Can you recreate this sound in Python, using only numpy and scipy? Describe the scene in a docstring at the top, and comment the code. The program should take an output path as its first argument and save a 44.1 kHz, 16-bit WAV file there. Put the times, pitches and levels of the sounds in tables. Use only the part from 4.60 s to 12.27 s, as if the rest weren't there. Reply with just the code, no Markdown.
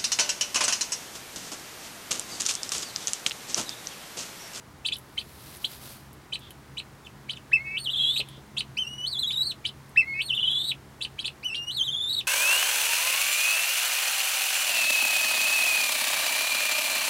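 """Guinea fowl chirp in a small wooden coop, then give four long squeaky calls that hold a low
whistle, leap up and warble. Each voice is a syrinx tone whose harmonics sweep through throat
resonances; a slower membrane vibration adds buzz. Feet tick in the litter, one bird flaps its
wings, the nest box is bumped, soft rasps come from farther back. Close boards echo the voices,
ticks and bumps. A faint hum lies under the outdoor air."""
import sys
import numpy as np
from scipy import signal
from scipy.fft import rfft, irfft, next_fast_len
from scipy.io import wavfile

SR = 44100
rng = np.random.default_rng(int(sys.argv[2]) if len(sys.argv) > 2 else 0)


def wrap_up_sound(samples):
    """Save the sound to the file named by the first command line argument, as 16-bit audio."""
    columns = np.atleast_2d(samples).T
    # keep every value between -1 and 1, then stretch to whole-number steps
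    tamed = np.clip(columns, -1, 1)
    steps = np.round(tamed * 32767).astype(np.int16)
    wavfile.write(sys.argv[1], SR, steps)


N = 338247
TIME = np.arange(N) / SR


def from_db(db):
    """Decibels to gain."""
    return 10 ** (np.asarray(db) / 20)


def rms_one(x):
    """Scale to unit power."""
    return x / np.sqrt(np.mean(x ** 2) + 1e-20)


def at_hz(spectrum, hz):
    """Gain in dB, interpolated over log frequency."""
    knots_hz, db = np.transpose(spectrum)
    return np.interp(np.log(np.maximum(hz, 1)), np.log(knots_hz), db)


def coloured(x, spectrum):
    """Filter by rows of freq_hz, gain_db."""
    size = next_fast_len(len(x) + 512)
    gain = from_db(at_hz(spectrum, np.arange(size // 2 + 1) * SR / size))
    return irfft(rfft(x, size) * gain, size)[:len(x)]


def noise(spectrum):
    """Coloured noise, unit power."""
    return rms_one(coloured(rng.standard_normal(N), spectrum))


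def drift(rate_hz, size):
    """Low-passed random wander, about unit spread."""
    lowpass = signal.butter(2, rate_hz, fs=SR, output="sos")
    return rms_one(signal.sosfilt(lowpass, rng.standard_normal(size + SR // 8)))[-size:]


def glide(t, knots, values):
    """Interpolate, slowing at each knot."""
    step = np.interp(t, np.sort(knots), np.arange(len(knots)))
    eased = step - .5 * np.sin(2 * np.pi * step) / (2 * np.pi)
    return np.interp(eased, np.arange(len(knots)), values)


def ramp(t, start_s, end_s):
    """Linear rise, 0 to 1."""
    return np.clip((t - start_s) / (end_s - start_s), 0, 1)


def bell(t, centre_s, width_s):
    """Gaussian bump, height 1."""
    return np.exp(-((t - centre_s) / width_s) ** 2)


def add(out, start_s, sound):
    """Mix in from start_s."""
    at = max(int(start_s * SR), 0)
    out[at:at + len(sound)] += sound[:N - at]


def air(level_db=-50):
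    """Outdoor air: steady, bass-heavy noise."""
    spectrum = [(15, -56.5), (25, -25.5), (59, -7.5), (108, -7), (137, -2.5), (161, -10), (206, -10.5),
                (249, -11.5), (363, -12), (531, -18.5), (988, -16.5), (2050, -22.5), (2550, -26.5),
                (11000, -35.5), (16000, -40)]   # noise colour: freq_hz, density_db
    return from_db(level_db) * noise(spectrum)


def hum(waver=.28, peak_s=4, rise_db_per_s=1.6, fall_db_per_s=1.5):
    """Low tones waver in level and phase, swelling and fading together."""
    tones = [(70, 16, -60), (135.02, 3.3, -52.5), (209.8, 8.4, -60)]   # hum tones: pitch_hz, width_hz, level_db
    out = np.zeros(N)
    for pitch_hz, width_hz, level_db in tones:
        phasor = 1 + waver * (drift(width_hz, N) + 1j * drift(width_hz, N))
        out += from_db(level_db) * rms_one(np.real(phasor * np.exp(2j * np.pi * pitch_hz * TIME)))
    return out * from_db(-np.maximum(rise_db_per_s * (peak_s - TIME), fall_db_per_s * (TIME - peak_s)))


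def syrinx(pitch_hz, effort_db, throat, overtone_db, hoarse_rad, buzz=0, fall_db=8):
    """Five harmonics through the throat; buzz bends the cycles and pulses the overtones."""
    phase = 2 * np.pi * np.cumsum(pitch_hz) / SR + np.angle(1 + buzz)
    phase += hoarse_rad * drift(1100, len(phase))   # turbulence unsettles single cycles
    bursts = np.exp(2.8 * (np.real(buzz) - .78 * np.abs(buzz)))
    tone = np.sin(phase)
    for k in range(2, 6):
        gain = from_db(overtone_db - fall_db * (k - 2.5)) * (k * pitch_hz < SR / 2)
        tone += bursts * gain * np.sin(k * phase)
    edges = signal.windows.tukey(len(tone), min(.004 * SR / len(tone), 1))
    return coloured(np.sqrt(2) * tone * from_db(effort_db) * np.abs(1 + buzz) * edges, throat)


def chirps(events, shape, overtone_db, jitter, hoarse_rad):
    """One quick syrinx gesture, stretched and transposed per chirp."""
    throat = [(1900, -6), (2700, 1.5), (3400, -0.5), (4000, -1), (4600, -15), (5400, -22), (6600, -21.5),
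              (8000, -15.5), (9200, -19.5), (10600, -21), (15500, -37)]   # throat and beak resonances: freq_hz, gain_db
    knots, pitch_ratio, effort_db = np.transpose(shape)
    out = np.zeros(N)
    for start_s, length_s, top_hz, level_db in events:
        progress = np.linspace(0, 1, int(length_s * SR))
        pitch_hz = top_hz * glide(progress, knots, pitch_ratio)
        pitch_hz *= 1 + jitter * drift(610, len(progress))
        drive_db = level_db + glide(progress, knots, effort_db)
        add(out, start_s, syrinx(pitch_hz, drive_db, throat, overtone_db, hoarse_rad, fall_db=6))
    return out


def chatter():
    """Chips and cheeps arch in register jumps; a pip rises, peeps fall."""
    # chirp events: start_s, length_s, top_hz, level_db
    chips = [(.247, 0.044, 4910, -24), (1.7205, 0.04, 4644, -29), (2.167, 0.038, 4370, -32),
             (3.559, 0.0492, 4745, -24.5), (3.966, .046, 4870, -24), (6.407, 0.048, 4958, -26.5),
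             (6.641, .044, 4834, -26)]
    cheeps = [(.313, 0.05, 5450, -26), (.569, 0.049, 4874, -28), (2.6845, 0.0556, 5030, -29),
              (4.699, 0.047, 5140, -30.5), (5.0415, .055, 5184, -25.5), (6.58, .053, 5240, -29.5),
              (6.936, .048, 5186, -29)]
    pips = [(1.0425, 0.019, 4540, -23.5)]
    peeps = [(2.446, 0.028, 3595, -40.5), (2.757, 0.019, 3700, -36.5)]
    # gestures: length_share, pitch_ratio, effort_db
    chip_shape = [(0, .59, -14.5), (.13, .52, -6), (.17, .7, -1), (.31, .64, -4), (.35, .76, 5),
                  (.4, .88, 0), (.68, 0.9787, 4), (.819, .84, -4.5), (.921, .6, 0.5), (1, 0.4, -9)]
    cheep_shape = [(0, .44, -20.5), (.185, 0.45, -5), (0.217, 0.63, 4), (.35, .61, -0.5), (.45, .87, 1.5),
                   (.65, 1, 0), (.83, .88, -9.5), (.94, .58, -9), (1, .46, -17)]
    pip_shape = [(0, .52, -7), (0.221, .72, 5), (.45, 0.89, 0.5), (.75, 1, 0.5), (1, 1, -35)]
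    peep_shape = [(0, 0.98, -10.5), (.45, 0.98, -11), (.75, .86, -4), (1, 0.66, 1.5)]
    return (chirps(chips, chip_shape, overtone_db=-4.5, jitter=.04, hoarse_rad=.12)
            + chirps(cheeps, cheep_shape, overtone_db=-6.5, jitter=.049, hoarse_rad=.086)
            + chirps(pips, pip_shape, overtone_db=-7, jitter=.056, hoarse_rad=.1)
            + chirps(peeps, peep_shape, overtone_db=1.5, jitter=.008, hoarse_rad=.08))


def litter(t60_s=.013, half_width=.082):
    """Feet and beaks snap dry litter: tiny band-passed noise bursts."""
    ticks = [(0.367, -33, 11530), (.3842, -32.5, 11500), (0.969, -30.5, 10040), (1.53, -39.5, 11000),
             (1.793, -39, 11000), (1.906, -34.5, 11030), (1.907, -35.5, 3200), (3.244, -38, 11500),
             (3.687, -34.5, 10630), (3.687, -36, 3000), (4.767, -45.5, 10000), (5.2935, -43, 10500),
             (5.752, -36, 10500), (5.915, -35, 10400), (6.846, -39, 11540)]   # snaps: start_s, peak_db, centre_hz
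    out, t = np.zeros(N), TIME[:SR // 20]
    for start_s, peak_db, centre_hz in ticks:
        edges_hz = [centre_hz * (1 - half_width), centre_hz * (1 + half_width)]
        band = signal.butter(1, edges_hz, "band", fs=SR, output="sos")
        snap = signal.sosfilt(band, rng.standard_normal(len(t)) * from_db(-60 * t / t60_s))
        add(out, start_s, from_db(peak_db) * snap / np.abs(snap).max())
    return out


def wings(release_s=.16, grain_db=1.5):
    """Feathers slide over each other: a grainy rustle swelling with each beat."""
    strokes = [(.9, 0.55, 0.058, -47.5), (1.032, .1, 0.012, -46), (1.11, 0.116, 0.031, -44.5),
               (1.235, .12, 0.0874, -45.5)]   # wing beats: full_spread_s, swell_s, hold_s, level_db
    feathers = [(200, 4.5), (700, 1.5), (2000, -0.5), (4500, 3), (7000, -3.5), (12000, 2.5), (16000, -6.5)]   # rustle colour: freq_hz, density_db
    envelopes_db = []
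    for spread_s, swell_s, hold_s, level_db in strokes:
        before, after = (spread_s - TIME) / swell_s, (TIME - spread_s - hold_s) / release_s
        envelopes_db.append(level_db - 20 * np.maximum(np.maximum(before, after), 0))
    return noise(feathers) * from_db(np.max(envelopes_db, axis=0) + grain_db * drift(180, N))


def nest_box():
    """A bird bumps the box; its cardboard modes ring at strengths that vary per bump."""
    bumps = [(1.727, -52.5), (3.597, -41), (3.605, -40.5), (3.779, -49.5)]   # impacts: start_s, level_db
    modes = [(324.4, -2, 0.41), (427, 4, 0.065), (545, 7, 0.03), (760, -23, 0.054), (960, -20.5, 0.05)]   # box modes: freq_hz, gain_db, t60_s
    out, t = np.zeros(N), TIME[:SR // 4]
    for start_s, level_db in bumps:
        for freq_hz, gain_db, t60_s in modes:
            envelope = from_db(level_db + gain_db + rng.uniform(-2, 2) - 60 * t / t60_s)
            add(out, start_s, envelope * np.sin(2 * np.pi * freq_hz * t))
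    return out


def rasps():
    """Faint hoarse noise swells from farther back."""
    swells = [(1.78, 0.14, -52.5), (3.618, 0.216, -54)]   # rasps: start_s, length_s, level_db
    spectrum = [(1800, -38), (2700, -9), (3400, 4.5), (3900, -6), (4800, -16), (8000, -35)]   # rasp colour: freq_hz, density_db
    envelope = np.zeros(N)
    for start_s, length_s, level_db in swells:
        add(envelope, start_s, from_db(level_db) * signal.windows.tukey(int(length_s * SR), .7))
    return envelope * noise(spectrum)


def opening(t, yelp, hold, summit, warble, scoop_s=.015, catch_s=.005, settle_s=.05, rise_s=.027):
    """Pitch and effort through yelp, held note, leap, summit and downward swoop."""
    start_s, length_s, top_hz, yelp_db, catch_db = yelp
    held_hz, held_db, dip_s = hold
    leap_s, summit_end_s, first_hz, middle_hz, last_hz, leap_db, summit_db = summit
    foot_s, _, foot_hz, _, _, _, foot_db, _, _ = warble
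    knots_s, knots_hz, knots_db = np.transpose([
        (start_s, .65 * held_hz, yelp_db - 29),   # soft scoop
        (start_s + scoop_s / 2, .86 * held_hz, yelp_db - catch_db),
        (start_s + scoop_s, .92 * top_hz, yelp_db - catch_db),
        (start_s + scoop_s + catch_s, .965 * top_hz, yelp_db),   # voice catches
        (start_s + .43 * length_s, top_hz, yelp_db),
        (start_s + .7 * length_s, .97 * top_hz, yelp_db - 5),
        (start_s + .86 * length_s, held_hz, held_db),
        (start_s + length_s, .94 * held_hz, held_db),
        (start_s + length_s + settle_s, held_hz, held_db),   # held note
        (leap_s - settle_s, 1.0121 * held_hz, held_db),
        (leap_s, 1.035 * held_hz, held_db + 6.5),
        (leap_s + .38 * rise_s, held_hz + .22 * (first_hz - held_hz), leap_db),
        (leap_s + rise_s, first_hz, summit_db),   # summit
        ((leap_s + rise_s + summit_end_s) / 2, middle_hz, summit_db),
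        (summit_end_s, last_hz, summit_db)])
    swoop = 1 - (1 - ramp(t, summit_end_s, foot_s)) ** 1.6
    dip_db = 13.5 * bell(t, dip_s, width_s=.012)   # brief dip in the held note's loudness
    effort_db = glide(t, knots_s, knots_db) + (foot_db - summit_db) * swoop
    return glide(t, knots_s, knots_hz) + (foot_hz - last_hz) * swoop, effort_db - dip_db


def buzzing(t, strain, release_s=.02):
    """Slower membrane vibration, unsteady under strain: unit phasor and depth."""
    spells = [(3.045, .02, 3.182, 360, 370, .85), (3.27, .23, 3.56, 580, 550, .7),
              (4.475, .015, 4.535, 400, 400, .6), (5.535, .02, 5.618, 355, 370, .85),
              (5.71, .33, 6.12, 570, 430, .75), (7.115, .02, 7.175, 300, 300, .35),
              (7.45, .11, 7.61, 400, 400, .22)]   # buzz spells: start_s, swell_s, end_s, first_hz, last_hz, depth_ratio
    depth, knots = 0, []
    for start_s, swell_s, end_s, first_hz, last_hz, full in spells:
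        depth += full * ramp(t, start_s, start_s + swell_s) * (1 - ramp(t, end_s - release_s, end_s))
        knots += [(start_s, first_hz), (end_s, last_hz)]
    rate_hz = np.interp(t, *np.transpose(knots))
    rate_hz *= 1 + strain * (.07 * drift(30, len(t)) + .16 * drift(300, len(t)))
    depth *= 1 + .3 * strain * drift(90, len(t))
    return np.exp(2j * np.pi * np.cumsum(rate_hz) / SR), np.clip(depth, 0, .95)


def warbling(t, warble, swings, drop_s=.03, drop_to_hz=2200, drop_db=7):
    """Pitch, effort, progress: quickening, shrinking swings on a climbing line, then a drop."""
    flicks = [(4.838, 620), (4.872, 380), (7.502, 260), (7.537, 680)]   # pitch flicks late in the whistles: centre_s, rise_hz
    start_s, end_s, foot_hz, rest_hz, final_hz, climb_power, *efforts_db = warble
    first_period_s, final_period_s, height_hz, kept_ratio, loss_db = swings
    climb_s, fall_s = start_s + first_period_s, end_s - drop_s
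    turns = np.arange(16)
    periods_s = final_period_s + (first_period_s - final_period_s) * .4 ** turns
    cycle = np.interp(t, start_s + np.cumsum(periods_s) - periods_s, turns)
    size = kept_ratio ** np.floor(cycle)
    swing = np.sin(np.pi * (cycle % 1) ** .89) ** 2   # rises faster than it falls
    progress = ramp(t, climb_s, fall_s)
    line_hz = foot_hz + (rest_hz - foot_hz) * ramp(t, start_s, climb_s)
    line_hz += (final_hz - rest_hz) * progress ** climb_power
    flick_hz = sum(rise_hz * bell(t, centre_s, width_s=.008) for centre_s, rise_hz in flicks)
    pitch_hz = line_hz + height_hz * size * swing + flick_hz
    effort_db = np.interp(t, np.linspace(start_s, fall_s, len(efforts_db)), efforts_db)
    effort_db -= loss_db * size ** .43 * swing   # level dips outlast the swings
    drop = ramp(t, fall_s, end_s) ** 2.5
    return pitch_hz + (drop_to_hz - pitch_hz) * drop, effort_db - drop_db * drop ** 2, progress


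def long_call(call, throat, overtone_db, jitter, hoarse_rad, flicker_db, bend, bright_db):
    """Held note leaping into a warble; upward strain makes it brighter, unsteady and hoarse."""
    yelp, hold, summit, warble, swings = call
    start_s, summit_end_s, warble_s, end_s = yelp[0], summit[1], warble[0], warble[1]
    t = TIME[int(start_s * SR):int(end_s * SR)]
    *late, progress = warbling(t, warble, swings)
    pitch_hz, effort_db = np.where(t < warble_s, opening(t, yelp, hold, summit, warble), late)
    strain = np.clip((pitch_hz - 2700) / 1100, .06, 1)
    fraying = np.interp(t, [summit_end_s, warble_s], [.25, 1]) + .58 * progress ** 2
    phasor, depth = buzzing(t, strain)
    buzz = depth * (phasor - .12 / phasor)   # upper sideband stronger
    softness = np.clip((-18.5 - effort_db - at_hz(throat, pitch_hz)) / 10, 0, 1)
    effort_db -= 10 * np.log10(1 + depth ** 2)   # offsets sideband power
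    effort_db += flicker_db * softness * drift(40, len(t))   # soft notes flicker in level
    wander = .00406 * drift(14.4, len(t))
    shake = jitter * fraying * drift(160, len(t))
    buzz_tug = bend * depth * phasor.imag
    pitch_hz *= 1 + wander + strain * (shake + buzz_tug)
    turbulence_rad = hoarse_rad * fraying * strain ** 2
    voice = syrinx(pitch_hz, effort_db, throat, overtone_db + bright_db * strain, turbulence_rad, buzz)
    out = np.zeros(N)
    add(out, start_s, voice)
    return out


def long_calls():
    """Squeal, whistle, squeal, whistle: one row each in the five gesture tables."""
    yelps = [(2.914, .063, 2677, -14.5, 20.5), (4.166, 0.079, 3129, -25.5, 4.5),
             (5.356, .072, 2706, -14, 14), (6.827, 0.077, 3040, -28.5, 5)]   # opening yelps: start_s, length_s, top_hz, effort_db, catch_db
    holds = [(2204, -37.5, 3.038), (2900, -36, 4.37), (2160, -35.5, 5.455), (2799, -33, 7.058)]   # held notes: pitch_hz, effort_db, dip_s
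    # leaps and summits: leap_s, end_s, first_hz, middle_hz, last_hz, leap_db, summit_db
    summits = [(3.163, 3.238, 4545, 4330, 4514, -24.5, -31.5), (4.446, 4.51, 4300, 4520, 4575, -31, -31),
               (5.599, 5.673, 4535, 4250, 4430, -23, -29.5), (7.092, 7.157, 4045, 4180, 4280, -30.5, -33.5)]
    # warble lines: start_s, end_s, foot_hz, rest_hz, final_hz, climb_power, first_db, middle_db, last_db
    warbles = [(3.286, 3.618, 2823, 3199, 4105, 2.84, -27.5, -20, -27),
               (4.569, 4.925, 3295, 3316, 4193, 1.29, -27, -25, -28.5),
               (5.727, 6.123, 2664, 2799, 3917, 1.3, -27, -23, -25),
               (7.217, 7.616, 3082, 3108, 3838, .8, -20, -25.5, -28.5)]
    # warble swings: first_period_s, final_period_s, height_hz, kept_ratio, loss_db
    swings = [(.067, .038, 950, .42, 2), (.08, .051, 880, .6, 6), (.061, .043, 950, .66, 4),
              (.075, .046, 780, .52, 13)]
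    # throat and beak resonances: freq_hz, gain_db
    squeal_throat = [(1400, -4), (2100, 2), (2700, 1), (3400, 1), (4000, -7.5), (4600, -15), (5400, -15.5),
                     (6500, -30), (8200, -15), (9300, -13.5), (10600, -18.5), (12000, -12.5), (15500, -31)]
    whistle_throat = [(2000, -5), (2800, -1), (3700, -1), (4400, -2), (5000, -13), (5900, -14.5),
                      (7000, -27.5), (8400, -14.5), (10000, -27), (11400, -13), (13600, -27), (15000, -20)]
    squeal_1, whistle_1, squeal_2, whistle_2 = zip(yelps, holds, summits, warbles, swings)
    return (long_call(squeal_1, squeal_throat, overtone_db=-17.5, jitter=.02, hoarse_rad=.025,
                      flicker_db=2.5, bend=.028, bright_db=11)
            + long_call(squeal_2, squeal_throat, overtone_db=-15.5, jitter=.019, hoarse_rad=.015,
                        flicker_db=2, bend=.016, bright_db=8.5)
            + long_call(whistle_1, whistle_throat, overtone_db=-5.5, jitter=.01, hoarse_rad=.014,
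                        flicker_db=3, bend=.036, bright_db=1.4)
            + long_call(whistle_2, whistle_throat, overtone_db=-8, jitter=.01316, hoarse_rad=.043,
                        flicker_db=2, bend=.098, bright_db=6.5))


def coop(x, t60_s=.092, build_s=.00097, tail_db=-7, direct_db=-1.5):
    """Close boards: a few distinct echoes and a short diffuse tail."""
    echoes = [(.0023, -17.5), (.0049, -15.5), (.0073, -28.5), (.0092, -14.5), (0.0221, -27)]   # wall reflections: delay_s, gain_db
    t = TIME[:SR // 3]
    tail = rng.standard_normal(len(t)) * from_db(-60 * t / t60_s) * (1 - np.exp(-t / build_s))
    response = from_db(tail_db) * tail / np.linalg.norm(tail)
    response[0] += from_db(direct_db)
    for delay_s, gain_db in echoes:
        response[int(delay_s * SR)] += from_db(gain_db)
    return signal.fftconvolve(x, response)[:N]


def scene():
    """Birds and their movements in the coop, over air and hum; mono."""
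    inside = coop(long_calls() + chatter() + litter() + nest_box())
    return (inside + rasps() + wings() + air() + hum())[None]


def record(dry, low_cut_hz=27, high_cut_hz=15900):
    """The microphone drops the deepest bass; the top is cut steeply."""
    highpass = signal.butter(4, low_cut_hz, "high", fs=SR, output="sos")
    lowpass = signal.ellip(10, .2, 80, high_cut_hz, fs=SR, output="sos")
    return signal.sosfilt(lowpass, signal.sosfilt(highpass, dry))


dry = scene()
out = record(dry)
wrap_up_sound(out)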